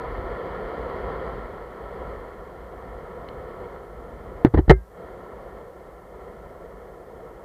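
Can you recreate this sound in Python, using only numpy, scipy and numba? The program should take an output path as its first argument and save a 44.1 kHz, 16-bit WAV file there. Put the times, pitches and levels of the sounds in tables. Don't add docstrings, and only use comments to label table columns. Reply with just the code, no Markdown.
import sys
import numpy as np
from scipy import signal
from scipy.fft import rfft, irfft
from scipy.io import wavfile
from scipy.ndimage import uniform_filter1d
from numba import njit

SR = 44100
rng = np.random.default_rng(int(sys.argv[2]) if len(sys.argv) > 2 else 0)


def to_wav(s):
    ch = np.atleast_2d(s).T
    pcm = np.round(np.clip(ch, -1, 1) * 32767)
    wavfile.write(sys.argv[1], SR, pcm.astype(np.int16))


N = 328104
TIME = np.arange(N) / SR
FREQS = np.maximum(np.fft.rfftfreq(N, 1 / SR), 1)

# (time [s], level [dB])
ROLLING = [(0, -32.5), (0.52, -32), (1.22, -32.0), (1.68, -38.5), (2.12, -36), (2.34, -40.0), (2.75, -41),
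           (3.08, -39), (3.74, -38.5), (3.86, -42), (4.4, -40.2), (5.58, -41), (5.68, -44), (6.05, -45),
           (6.22, -41.9), (7.05, -44.5), (7.28, -42.5), (7.44, -44)]
# (frequency [Hz], width [Hz], level [dB])
BOARD_RESONANCES = [(176.6, 76, -7), (387, 117, -4), (486.3, 140, -0.1), (686, 267, -6.5), (998, 203, -6),
                    (1122, 52, -6), (1319, 210, -6), (1807, 356, -13.5), (2107, 230, -18),
                    (3150, 670, -29.5), (4170, 750, -37), (4620, 800, -43)]
# (frequency [Hz], relative level per Hz [dB])
WIND_COLOUR = [(12, -17), (25, -11.5), (42, 4.5), (58, 5), (78, -4.5), (110, -8.5), (170, -14.5),
               (260, -10.5), (500, -46), (4000, -93)]
# (time of peak [s], length [s], rise [dB])
GUSTS = [(0.197, 0.12, 5), (1.13, 0.13, 1), (1.402, 0.16, 4.5), (2.145, 0.21, 2.5), (2.86, 0.28, 7),
         (3.295, .14, 4), (4.2, 0.5, 7)]
# (frequency [Hz], level [dB], time to fall 60 dB [s])
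CHIP_TONES = [(2150, -39, .014), (3050, -35, .016), (3600, -40, .01), (4100, -35, .014)]
# (time [s], relative strength [dB], first contact time [ms], first rattle [dB],
# sway of the mount [dB], change of strength per rebound [dB], gap between rebounds [s])
BLOWS = [(4.4482, 5, 0.25, -5.5, -18, -0.5, .0069), (4.5383, -0.5, 0.66, -3, 2, -1, 0.0029),
         (4.545, -7.5, 0.36, -8, 5, -11, 0.0051), (4.561, 4, 0.78, -17, -1, -20, 0.0037),
         (4.574, -1, 0.25, 0.5, -1, -5, .0035), (4.5881, 9.5, .6, -28.5, -22, 2.5, 0.0027),
         (4.6789, -6, 0.35, -8, 14, -6, 0.0049), (4.6965, 11, 0.059, 1.5, -4.5, 0, .0052)]
# (frequency [Hz], relative level [dB], time to fall 60 dB [s])
CASE_TONES = [(54.5, -9.5, 0.214), (76, -10.5, 0.2), (112, -18.5, 0.13), (133, -9, 0.088),
              (317.6, -2, 0.034), (376, -16, 0.097), (460, -9, 0.065), (734, -9.5, 0.048),
              (860, -8.5, 0.026), (1050, -21, 0.039), (1200, -20.5, 0.056), (1312, -16.5, 0.065),
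              (1758, -7, 0.063), (1908, -7, .04), (3030, -12.5, 0.025), (4060, -11.5, 0.015)]
# (frequency [Hz], relative level per Hz [dB])
RATTLE_COLOUR = [(40, -49), (120, -16), (220, -15), (380, 9.5), (650, -4.5), (1300, -11.5), (2000, -15.5),
                 (2450, -35.5), (3200, -33.5), (4700, -40.5), (5400, -64), (12000, -70)]
# (frequency [Hz], level [dB], time to fall 60 dB [s])
METAL_TONES = [(185.5, -22, 0.42), (1600, -27, 0.32), (2094, -4.5, 0.11)]

DRONE_DB, RASP_DB = -1.94, -7.0
DULLING_DB_PER_S = 0.33
WIND_DB, WIND_RISE_DB_PER_S = -7, 0.06
CHIP_S, METAL_S = 3.2878, 4.6975
REBOUND_SOFTENING, REBOUND_RATTLE_DB = 2.18, -1
HISS_DB, TOP_HZ = -68, 15200


def undb(db):
    return 10 ** (np.asarray(db) / 20)


def unit(x):
    return x / np.std(x)


def walk(rate_hz):
    smoothing = 1 / (1 + (FREQS / rate_hz) ** 4)
    return unit(irfft(rfft(rng.standard_normal(N)) * smoothing, N))


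def noise(colour):
    hz, db = np.transpose(colour)
    level_db = np.interp(np.log(FREQS), np.log(hz), db)
    return unit(irfft(rfft(rng.standard_normal(N)) * undb(level_db), N))


def fading_tones(table):
    hz, db, t60 = np.transpose(table)[:, :, None]
    t = TIME[:SR // 2]
    return undb(db - 60 * t / t60) * np.sin(2 * np.pi * hz * t)


def rolling_level_db():
    s, db = np.transpose(ROLLING)
    return np.interp(TIME, s, db)


def wheels(stone_db=2.0, flutter_db=0.28, flutter_hz=15, swell_db=0.33, swell_hz=7, split_hz=850):
    dulling_db = DULLING_DB_PER_S * TIME
    stone_strength = undb(stone_db * rng.exponential(size=N))
    grit = rng.standard_normal(N) * stone_strength
    grit *= undb(flutter_db * walk(flutter_hz))

    power = 0
    for hz, width_hz, db in BOARD_RESONANCES:
        distance = 2 * (FREQS - hz) / width_hz
        power = power + undb(db) ** 2 / (1 + distance ** 2) ** 2
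    spectrum = rfft(grit) * np.sqrt(power)

    low_share = 1 / (1 + (FREQS / split_hz) ** 12)
    drone = unit(irfft(spectrum * low_share, N))
    rasp = unit(irfft(spectrum * (1 - low_share), N))
    drone = drone * undb(swell_db * walk(swell_hz))
    drone = drone * undb(DRONE_DB + dulling_db)
    rasp = rasp * undb(RASP_DB - dulling_db)
    return undb(rolling_level_db()) * (drone + rasp)


def wind(eddy_db=1.6, eddy_hz=13):
    gust_db = sum(db * np.exp(-(2 * (TIME - s) / length) ** 2) for s, length, db in GUSTS)
    ride_db = rolling_level_db() + WIND_DB + WIND_RISE_DB_PER_S * TIME
    return noise(WIND_COLOUR) * undb(ride_db + gust_db + eddy_db * walk(eddy_hz))


def ping(s, tones, contact_s=0.00031):
    spread_s = contact_s / 2 / np.pi
    push = np.exp(-.5 * ((TIME - s) / spread_s) ** 2)
    return signal.fftconvolve(push / push.sum(), fading_tones(tones).sum(0))[:N]


def stone_chip():
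    return ping(CHIP_S, CHIP_TONES)


def contacts(count=3):
    hits = []
    for s, db, contact_ms, rattle_db, sway_db, rebound_db, gap_s in BLOWS:
        for k in range(count):
            softened_ms = contact_ms * REBOUND_SOFTENING ** k
            hits.append((s + k * gap_s, db + k * rebound_db, softened_ms,
                         rattle_db + k * REBOUND_RATTLE_DB, sway_db))
    return hits


def knocks(rattle_s=0.0079, rattle_trim_db=-8.0, place_db=6.5, crackle_db=1.0, trim_db=1.0):
    ringing, shake = np.zeros(N), np.zeros(N)
    t = TIME[:SR // 2]
    tones, number = fading_tones(CASE_TONES), np.arange(len(CASE_TONES))
    for s, db, contact_ms, rattle_db, sway_db in contacts():
        push = t * np.exp(-1000 * t / contact_ms)
        push /= push.sum()
        place = rng.standard_normal(len(CASE_TONES))
        weights = undb(place_db * place + sway_db * (number < 2))
        weights *= (-1.0) ** number
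        start = int(s * SR)
        span = slice(start, start + len(t))
        ringing[span] += undb(db) * signal.fftconvolve(push, weights @ tones)[:len(t)]
        shake[span] += undb(db + rattle_db) * np.cumsum(push) * np.exp(-t / rattle_s)
    crackle = undb(rattle_trim_db + crackle_db * walk(250))
    rattle = shake * noise(RATTLE_COLOUR) * crackle
    return undb(trim_db) * (ringing + rattle)


def metal_part():
    return ping(METAL_S, METAL_TONES)


def scene():
    return (wheels() + wind() + stone_chip() + knocks() + metal_part())[None]


@njit
def follow(x, attack_s, release_s):
    out, level = np.empty(len(x)), 0.
    for i in range(len(x)):
        size = abs(x[i])
        level += (size - level) / (SR * (attack_s if size > level else release_s))
        out[i] = level
    return out


def record(dry, low_cut_hz=24, threshold_db=-11.5, deepest_db=11.5, attack_s=0.0044, release_s=0.095):
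    low_cut = signal.butter(2, low_cut_hz, "high", fs=SR, output="sos")
    sound = signal.sosfilt(low_cut, dry)
    loudness = follow(sound[0], float(attack_s), float(release_s))
    gain = 1 / np.clip(loudness / undb(threshold_db), 1, undb(deepest_db))
    gain = uniform_filter1d(gain, SR // 500)
    sound = np.clip(sound * gain, -1, 1)
    sound = sound + undb(HISS_DB) * rng.standard_normal(N)
    top_cut = signal.ellip(8, .2, 70, TOP_HZ, fs=SR, output="sos")
    return signal.sosfilt(top_cut, sound)


dry = scene()
out = record(dry)
to_wav(out)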